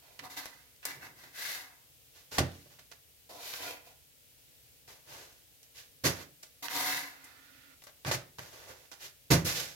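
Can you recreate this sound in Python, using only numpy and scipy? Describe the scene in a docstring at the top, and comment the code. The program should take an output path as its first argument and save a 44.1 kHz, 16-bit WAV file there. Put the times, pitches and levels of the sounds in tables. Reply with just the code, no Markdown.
"""In a small kitchen, flatbreads bake on an iron griddle over a wood fire.
A long knife scrapes under the loaves; it catches and slips, so grit hisses and the metal rings.
Hands rub over flour and slap bread and dough onto a wooden board, which thuds and hums.
Knife, crust and fingers add small clicks, and the walls throw back a short echo.
Behind it all the fire softly hisses, mutters and crackles."""
import sys
import numpy as np
from scipy import signal
from scipy.fft import rfft, irfft, next_fast_len
from scipy.io import wavfile
from scipy.ndimage import map_coordinates

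SR = 44100
rng = np.random.default_rng(int(sys.argv[2]) if len(sys.argv) > 2 else 0)


def unload_audio(sound):
    """Save the sound as a 16-bit wav file, at the path given as the first command line argument."""
    columns = np.transpose(np.atleast_2d(sound))
    # keep every value between -1 and 1, then stretch to whole-number steps
    steps = np.round(np.clip(columns, -1, 1) * 32767)
    wavfile.write(sys.argv[1], SR, steps.astype(np.int16))


N = 429968

# Levels are relative. A fade is the time to drop by 60 dB. Pan is the left level minus the right.
# knife strokes on the griddle, then at its far rim:
# (start [s], push [s], hold [s], fade [s], grit [dB], rasp [dB], ring [dB], pan [dB])
GRIDDLE_STROKES = [ (0.224, 0.024, 0.0054, 0.15, -51.5, -57, -44, -2.5),
                   (0.293, 0.014, 0.024, 0.35, -51.5, -59, -55, -1),
                   (0.359, 0.02, .01, 0.19, -42, -50, -47, -1),
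                   (0.392, 0.029, 0.019, 0.77, -53, -58, -56.5, -6),
                   (0.844, .018, 0.046, 0.36, -47.5, -49, -50, -1.5),
                   (0.990, .05, .025, .22, -56, -53.5, -53.5, -1.5),
                   (1.144, 0.053, 0.076, 0.46, -60.5, -63, -63.5, -0.5),
                   (1.310, 0.15, 0.093, 0.5, -41.5, -47, -64, 0),
                   (1.500, .10, .045, 0.61, -64.5, -66, -56.5, -2),
                   (6.623, 0.0063, 0.03, 0.17, -42.5, -51, -45.5, -2),
                   (6.686, .025, 0.026, 0.32, -43, -50, -48.5, -1),
                   (6.702, 0.078, 0.0449, .6, -36, -43.5, -38.5, -0.5),
                   (6.800, 0.081, 0.082, 0.6, -37.5, -41, -43.5, -1),
                   (7.189, 0.069, 0.031, 0.78, -63, -66, -62.5, -2)]
RIM_STROKES = [ (0.000, 0.043, 0.095, 0.58, -68.5, -65, -63.5, -6),
               (3.289, 0.0085, 0.096, .55, -56.5, -61.5, -49, -2),
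               (3.360, 0.13, 0.073, 0.61, -46.5, -49, -59, -1.5),
               (3.560, 0.081, .065, .36, -47.5, -43.5, -45.5, -1.7),
               (3.835, 0.035, 0.013, 0.34, -63, -61, -58.5, -2)]
# one loaf sliding on the lifted blade, same columns; its negative fade cuts the hold short
LOAF_SLIDE = (6.5, 1.12, 0.45, -0.5, -70.5, -68, -69, -9.5)
# hands on floury bread: (start [s], push [s], hold [s], fade [s], hiss [dB], body [dB], pan [dB])
HAND_RUBS = [ (2.123, 0.059, .01, 0.31, -58, -63.5, -2.5), (2.309, .018, 0.053, .1, -42, -44.5, -1.5),
             (2.500, 0.041, 0.057, .7, -61, -76, -1), (2.690, 0.036, 0.0052, 0.22, -60, -62.5, -4),
             (4.874, .009, .012, 0.45, -52.5, -55, -0.5), (5.047, .1, 0.039, 0.54, -49.5, -51, -1.2),
             (5.739, 0.048, 0.0049, .25, -48.5, -59.5, -3), (6.140, 0.029, 0.057, .13, -49, -49, -3.5),
             (8.375, 0.033, 0.023, 0.77, -52, -52.5, -1.5), (8.505, 0.039, .1, 0.39, -55, -53.5, -2.5),
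             (8.664, 0.032, .008, 0.24, -51.5, -47.5, -2), (8.738, .04, 0.074, .3, -63.5, -64, -6),
             (8.985, 0.063, 0.011, 0.17, -45, -53.5, -2.5), (9.443, 0.037, .02, 0.28, -31.5, -40, -3),
             (9.530, 0.051, 0.013, 0.41, -34.5, -42, -4.5)]
# soft blows of bread, dough and palm: (time [s], smack [dB], swell [s], fade [s],
# brightness [dB per octave], thud [dB], board ring [dB], favoured pitch [Hz], pan [dB])
DOUGH_SLAPS = [(2.3809, -23, 0.0052, 0.066, -4, -34.5, -29.5, 77, 0),
               (2.405, -36, 0.0018, 0.23, -7.5, -35, -32, 120, -3),
               (6.0376, -28, 0.026, 0.21, 1.7, -30, -30.5, 232.4, -3),
               (8.056, -37.5, 0.023, 0.3, -0.2, -39, -38.5, 110, -1),
               (8.1129, -27.5, 0.001, 0.06, -1.5, -61, -51, 113.5, -1),
               (8.118, -34.5, 0.031, 0.057, 0.5, -54, -41, 118, -1.5),
               (8.386, -69, 0.011, 0.26, 2, -58, -52, 116, 3.5),
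               (9.3028, -25, 0.015, 0.21, 2, -21, -27.5, 132, -4),
               (9.331, -30.5, 0.0037, 0.11, 1.5, -32.5, -19.5, 161.5, 0),
               (9.446, -39, 0.0069, 0.62, 5, -51, -37, 114, -2.5)]
# clicks of knife, crust and fingers: (time [s], level [dB], pitch [Hz], treble [dB], fade [s], pan [dB])
CLICKS = [ (0.1918, -34, 1920, -9, 0.025, -3.5), (0.3689, -48, 4000, -14, 0.056, 1),
          (0.456, -38.5, 4980, 15, 0.032, 2.5), (0.8282, -53, 1820, -10, .17, -3),
          (0.8522, -30, 7100, -5, .045, -1), (1.0674, -45, 1670, 8, .015, -6),
          (1.2355, -55.5, 1910, 21, 0.12, -3), (2.3835, -21, 3530, -3, 0.053, -0.5),
          (2.66, -54.5, 445, -33, .049, -4.5), (2.7876, -56, 2980, 13, 0.14, -3),
          (2.9148, -49.5, 3020, 11, 0.1, -3.5), (3.533, -39, 2020, -1, 0.067, -2),
          (4.879, -61, 1300, 11, 0.1, 0), (5.6302, -58, 5900, -6.5, .055, -8),
          (6.428, -48.5, 5440, 3.5, 0.1, -3.5), (6.6834, -35, 1720, -40, 0.0084, -11.5),
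          (7.2427, -47.5, 9400, -6, 0.027, -1), (7.8207, -55, 3000, 17, 0.032, -2),
          (7.838, -56, 6100, 5, 0.099, 2), (7.8677, -51, 700, 16, .14, 2),
          (8.0488, -31, 1330, -21, 0.022, -2), (8.1147, -36.5, 4080, -7, 0.2, -2),
          (8.3847, -38, 750, -3, .05, -3), (8.9156, -47.5, 4360, 12, 0.15, -7)]
# the knife bumps the griddle: (time [s], swell [s], fade [s], level [dB])
GRIDDLE_NUDGES = [(0.189, .04, 0.63, -60), (0.835, 0.12, 1.6, -60.5)]

# notes of the metal, low for a ring and higher for a rasp: (pitch [Hz], width [Hz], level [dB])
GRIDDLE_RING = [(129.7, 144, -21), (282, 50, -10.5), (500, 440, -18.5), (746, 120, -6.5), (943, 120, -7.5),
                (1030, 190, -10.5), (1243, 180, -10.5)]
GRIDDLE_RASP = [(1514, 460, -1), (1670, 150, 4), (1962, 200, 5), (2157, 150, 6), (2645, 150, 0.5)]
RIM_RING = [(111, 160, -21.5), (294, 130, -17.5), (483, 180, -11.5), (709.5, 210, -6.5), (990, 150, -11),
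            (1300, 80, -16.5)]
FAR_RIM_RASP = [(1417, 90, 0), (1606, 100, -5.5), (1660, 70, -4), (1970, 340, -2.5), (2424, 270, 0),
                (2620, 220, -3.5), (3160, 82, 2)]
SLIDE_RING = [(109, 60, -10), (274, 51, 4), (534, 150, -9), (756, 100, -14)]
SLIDE_RASP = [(1356, 180, 3), (1800, 230, -0.5), (2080, 2300, -5.5)]
BLADE_NOTES = [(3720, 200, 5), (4450, 190, -10.5), (5000, 200, -2), (5980, 210, 5), (6980, 620, 1),
               (10760, 430, -1), (12600, 450, -8)]
# notes of the board, muffled by the dough on it: (pitch [Hz], level [dB], fade [s])
BOARD_NOTES = [(61, -13, 0.47), (88.4, -3.5, 0.42), (106.9, -2, 0.23), (129.8, 0.5, 0.24),
               (163.2, -4.5, 0.33), (252.4, -5, 0.17), (271, -14.5, 0.15), (340.8, -5.5, 0.2),
               (370.5, -8, 0.12), (430.4, -16.5, .24), (507, -15, .28), (514, -24, .28), (611, -12, .26),
               (750, -21, 0.24)]

# the colour of each noise, or how strong it is from bass to treble: (frequency [Hz], level [dB])
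GRIT_COLOUR = [(30, -47), (110, -12), (220, -11), (600, -0.5), (1400, -1), (2800, 2), (4200, 6.5),
               (6500, 1), (8800, -5), (12000, 1.5), (16000, -7)]
FLOUR_COLOUR = [(100, -29), (700, -23.5), (1600, -2), (2700, -0.5), (4200, 0), (6500, -0.5), (8800, -10.5),
                (12000, -4.5), (16000, -17.5)]
RUB_COLOUR = [(30, -16), (110, 1), (200, -13), (320, -4), (480, 0), (750, -2), (1200, -6.5), (2000, -7),
              (5000, -36)]
SMACK_COLOUR = [(40, -9), (250, -8), (600, 1), (1000, -3), (1900, -1.5), (3000, -7.5), (4200, -6),
                (6500, -6), (8800, -18.5), (12000, -12), (16000, -27)]
THUD_COLOUR = [(30, -41.5), (55, -21), (85, -8), (130, 2), (200, -11), (300, -4.5), (550, -11.5),
               (1000, -18.5), (3000, -30.5), (9000, -67)]
FIRE_COLOUR = [(15, -45), (25, -15.5), (64, 1.5), (87, -1), (141, -1), (200, -15.5), (249, -7.5),
               (373, -13.5), (416, -11.5), (451, -7), (1070, -20.5), (2760, -10.5), (9570, -13.5),
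               (12200, -10.5), (16000, -13.5)]

# how alike left and right sound: (frequency [Hz], likeness [0-1])
LIKENESS = [(150, .97), (280, .88), (500, .72), (900, .35), (1300, .08), (3000, 0)]
# how the fire, then the whole sound, leans to one side: (frequency [Hz], pan [dB])
FIRE_PAN = [(100, -2.5), (500, -2.5), (1500, -1.5), (6000, -2), (14000, -3)]
OVERALL_PAN = [(100, -1.5), (1000, 0), (6000, -1), (7200, 1.5), (8700, 7.5), (11000, 5), (14000, 11)]
# echoes off board, griddle and hearth wall: (left delay [s], right delay [s], gain [ratio])
NEAR_ECHOES = [(.00109, 0.0012, 0.046), (.00132, 0.0011, 0.035), (.00159, 0.0018, -0.16),
               (.00231, 0.0032, -0.28), (.0046, 0.0035, .16), (.0071, 0.0091, 0.3)]
# how long the kitchen rings on: (frequency [Hz], fade [s])
ROOM_FADES = [(100, 0.62), (500, 0.37), (2000, 0.34), (6000, 0.18), (15000, 0.18)]


def knife_scrape(row, ring_notes, rasp_notes, grit_db, rasp_db, ring_db):
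    """The blade catches and slips on baked-on flour, and sets steel and iron ringing."""
    *timing, grit, rasp, ring, pan = row
    t, speed_db = stroke(*timing)
    grit += 1.25 * speed_db  # the hiss needs speed
    rasp += speed_db
    ring += 0.91 * speed_db  # the low ring lingers
    bright = lambda hz: np.hypot(colour(GRIT_COLOUR)(hz), ringing(BLADE_NOTES)(hz))
    x = amp(grit + grit_db) * friction(len(t), bright, grain_db=1.5)
    # the contact point travels along the blade, bending the rasp's pitch
    travel = np.cumsum(1 + .03 * wander(t, per_s=7))
    steady_rasp = friction(2 * len(t), ringing(rasp_notes), grain_db=3.5)
    bent_rasp = np.array([map_coordinates(side, [travel], order=3) for side in steady_rasp])
    x += amp(rasp + rasp_db) * bent_rasp
    x += amp(ring + ring_db - 4.5) * friction(len(t), ringing(ring_notes), grain_db=3, direct=.7)
    # under a firm stroke the low notes stay in step from slip to slip, and so sing
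    song = 0
    for hz, _, db in ring_notes:
        strength = amp(db + 2.5 * wander(t, per_s=20))
        song += strength * np.sin(2 * np.pi * hz * t + .8 * wander(t, per_s=20))
    firmness = np.clip((ring + 68) / 16, 0, 1)
    x += amp(ring + ring_db - 1.5) * firmness * song
    flicker = amp(wander(t, per_s=120))
    return t[0], x * sides(pan) * flicker


def dough_slap(start, smack_db, swell, fade, tilt_db, thud_db, ring_db, main_hz, pan):
    """A soft lump lands bit by bit: its skin smacks, its weight thuds and the board rings."""
    t = np.arange(int(.8 * SR)) / SR
    tilted = lambda hz: amp(read(SMACK_COLOUR, hz) + tilt_db * np.log2((hz + 300) / 2000))
    smack = amp(smack_db) * friction(len(t), tilted, grain_db=1.5) * blow(t, swell, fade)
    thud = amp(thud_db) * friction(len(t), colour(THUD_COLOUR)) * blow(t, swell, fade=.2)
    ring = 0
    for hz, db, note_fade in BOARD_NOTES:
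        # where the lump lands decides which notes are strong
        favour_db = 10 * np.exp(-(np.log2(hz / main_hz) / 0.3) ** 2) - 5
        ring += amp(db + favour_db) * blow(t, swell, note_fade) * np.sin(2 * np.pi * hz * t)
    return start, low_cut(smack + thud + amp(ring_db) * ring, hz=52) * sides(pan)


def hand_rub(row):
    """Skin and crust slide over flour: a fine hiss above a dull body of sound."""
    *timing, hiss_db, body_db, pan = row
    t, speed_db = stroke(*timing)
    hiss = friction(len(t), colour(FLOUR_COLOUR), grain_db=1.5)
    body = friction(len(t), colour(RUB_COLOUR), grain_db=3, direct=0.69)
    x = amp(hiss_db + 0.92 * speed_db - 4.5) * hiss
    x += amp(body_db + 0.95 * speed_db - 5) * body
    flicker = amp(0.88 * wander(t, per_s=69))
    return t[0], x * sides(pan) * flicker


def click(start, db, peak_hz, treble_db, fade, pan):
    """Hard things touch: a brief crack around one pitch, then a faint rattle."""
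    t = np.arange(int(.3 * SR)) / SR
    peak = ringing([(peak_hz, 1.5 * peak_hz, 0)])
    gain = lambda hz: peak(hz) + amp(treble_db + read(SMACK_COLOUR, hz) - 2)
    crack = blow(t, swell=0.00014, fade=fade)
    rattle = amp(-26.5) * blow(t, swell=0.0061, fade=0.45)
    return start, amp(db) * friction(len(t), gain, grain_db=4.5) * (crack + rattle) * sides(pan)


def griddle_nudge(start, swell, fade, db):
    """The heavy griddle rocks on its stand with a dull rumble."""
    t = np.arange(0, swell + fade / 2, 1 / SR)
    rumble = amp(db) * friction(len(t), colour(THUD_COLOUR)) * blow(t, swell, fade)
    return start, low_cut(rumble, hz=60)


def wood_fire():
    """Burning wood gives a wavering hush, a low mutter and faint crackles."""
    t, hz = np.arange(N) / SR, np.fft.rfftfreq(N, 1 / SR)
    hush = friction(N, colour(FIRE_COLOUR), direct=0.45)
    hush = irfft(rfft(hush) * sides(read(FIRE_PAN, hz)), N)
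    x = hush * amp(-64 + .4 * wander(t, per_s=4.9))
    for when, size, pitch in rng.random((20, 3)):
        crackle = click(when * N / SR, -70 + 7 * size, 2000 + 5000 * pitch, -11, fade=.015, pan=-3)
        add(x, *crackle)
    return x


def near_echoes(x):
    """The nearest hard surfaces throw the higher sounds straight back."""
    hz = np.fft.rfftfreq(N, 1 / SR)
    paths = sum(gain * np.exp(-2j * np.pi * hz * np.array([[left], [right]]))
                for left, right, gain in NEAR_ECHOES)
    return low_cut(irfft(rfft(x) * paths, N), hz=947)


def kitchen_echo(x):
    """Many echoes from walls and hearth blur into one tail; the treble dies first."""
    noise = friction(int(.7 * SR), np.ones_like)
    hz, t, bands = signal.stft(noise, SR, nperseg=256)
    fading = amp(-60 * t / np.maximum(read(ROOM_FADES, hz), .02)[:, None])
    _, tail = signal.istft(bands * fading, SR, nperseg=256)
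    tail *= np.minimum(np.arange(tail.shape[1]) / SR / 0.016, 1)  # builds up over 16 ms
    return signal.fftconvolve(x, tail / np.linalg.norm(tail[0]), axes=1)[:, :N]


def friction(size, gain, grain_db=0, direct=1):
    """Countless tiny, uneven contacts make noise; the more direct, the more alike left and right."""
    n = next_fast_len(size + 2048)
    force = amp(grain_db * np.repeat(rng.standard_normal(n // 32 + 1), 32)[:n])
    shared, apart = rfft(rng.standard_normal((2, n)) * force)
    hz = np.fft.rfftfreq(n, 1 / SR)
    likeness = np.clip(direct * read(LIKENESS, hz), -1, 1)
    mid, side = shared * np.sqrt(1 + likeness), apart * np.sqrt(1 - likeness)
    x = irfft(np.array([mid + side, mid - side]) * gain(hz), n)[:, :size]
    return x / np.sqrt(np.mean(x.mean(0) ** 2) + 1e-20)


def stroke(start, push, hold, fade, sag_db_per_s=9.5):
    """A stroke speeds up, slackens a little, then coasts; gives its times and its speed in dB."""
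    t = np.arange(0, push + hold + .65 * fade, 1 / SR)
    speeding = np.sin(np.pi / 2 * np.minimum(t / push, 1)) ** 1.37
    sag_db = sag_db_per_s * np.clip(t - push, 0, hold)
    coast_db = 60 * np.maximum(t - push - hold, 0) / fade
    return start + t, 20 * np.log10(speeding + 1e-6) - sag_db - coast_db


def blow(t, swell, fade):
    """The strength of a hit: contact spreads during the swell, then dies away."""
    rise = np.minimum(t / swell, 1) ** 0.59
    return rise * amp(-60 * np.maximum(t - swell, 0) / fade)


def ringing(notes):
    """A gain curve with a steep-sided peak at each note."""
    return lambda hz: np.sqrt(sum((amp(db) / (1 + ((hz ** 2 - pitch ** 2) / (width * hz + 1)) ** 2)) ** 2
                                  for pitch, width, db in notes))


def colour(points):
    """The gain curve of a colour table."""
    return lambda hz: amp(read(points, hz))


def wander(t, per_s):
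    """A random drift, mostly between -1 and 1."""
    knots = rng.standard_normal(4096)
    return np.interp((t - t[0]) * per_s, np.arange(len(knots)), knots)


def low_cut(x, hz):
    """Turns down what lies below hz."""
    return signal.sosfilt(signal.butter(2, hz, "high", fs=SR, output="sos"), x)


def amp(db):
    """Decibels to gain."""
    return 10 ** (np.asarray(db) / 20)


def read(points, hz):
    """A table's value at hz, gliding between its rows on a pitch scale."""
    row_hz, value = np.transpose(points)
    return np.interp(np.log(hz + 1), np.log(row_hz + 1), value)


def sides(pan):
    """Left and right gains for a pan in dB."""
    return amp(np.array([[.5], [-.5]]) * pan)


def add(mix, start, sound):
    """Mixes a sound in at a start time in seconds."""
    part = mix[:, max(round(start * SR), 0):][:, :sound.shape[1]]
    part += sound[:, :part.shape[1]]


def scene():
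    """Knife, hands and bread with their echoes, over the fire."""
    work = np.zeros((2, N))
    for row in GRIDDLE_STROKES:
        add(work, *knife_scrape(row, GRIDDLE_RING, GRIDDLE_RASP, grit_db=-2, rasp_db=-1, ring_db=-1.5))
    for row in RIM_STROKES:
        add(work, *knife_scrape(row, RIM_RING, FAR_RIM_RASP, grit_db=-0.3, rasp_db=-7.5, ring_db=-1))
    add(work, *knife_scrape(LOAF_SLIDE, SLIDE_RING, SLIDE_RASP, grit_db=-2.5, rasp_db=0.5, ring_db=-1.5))
    for row in DOUGH_SLAPS:
        add(work, *dough_slap(*row))
    for row in HAND_RUBS:
        add(work, *hand_rub(row))
    for row in CLICKS:
        add(work, *click(*row))
    for row in GRIDDLE_NUDGES:
        add(work, *griddle_nudge(*row))
    room = amp(-12) * kitchen_echo(low_cut(work, hz=170))
    return work + near_echoes(work) + room + wood_fire()


def record(dry):
    """The high treble leans to the left, and the very top is cut off."""
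    hz = np.fft.rfftfreq(N, 1 / SR)
    x = irfft(rfft(dry) * sides(read(OVERALL_PAN, hz)), N)
    top_cut = signal.firwin(511, cutoff=16150, window=("kaiser", 9), fs=SR)
    return signal.oaconvolve(x, top_cut[None], "same")


dry = scene()
out = record(dry)
unload_audio(out)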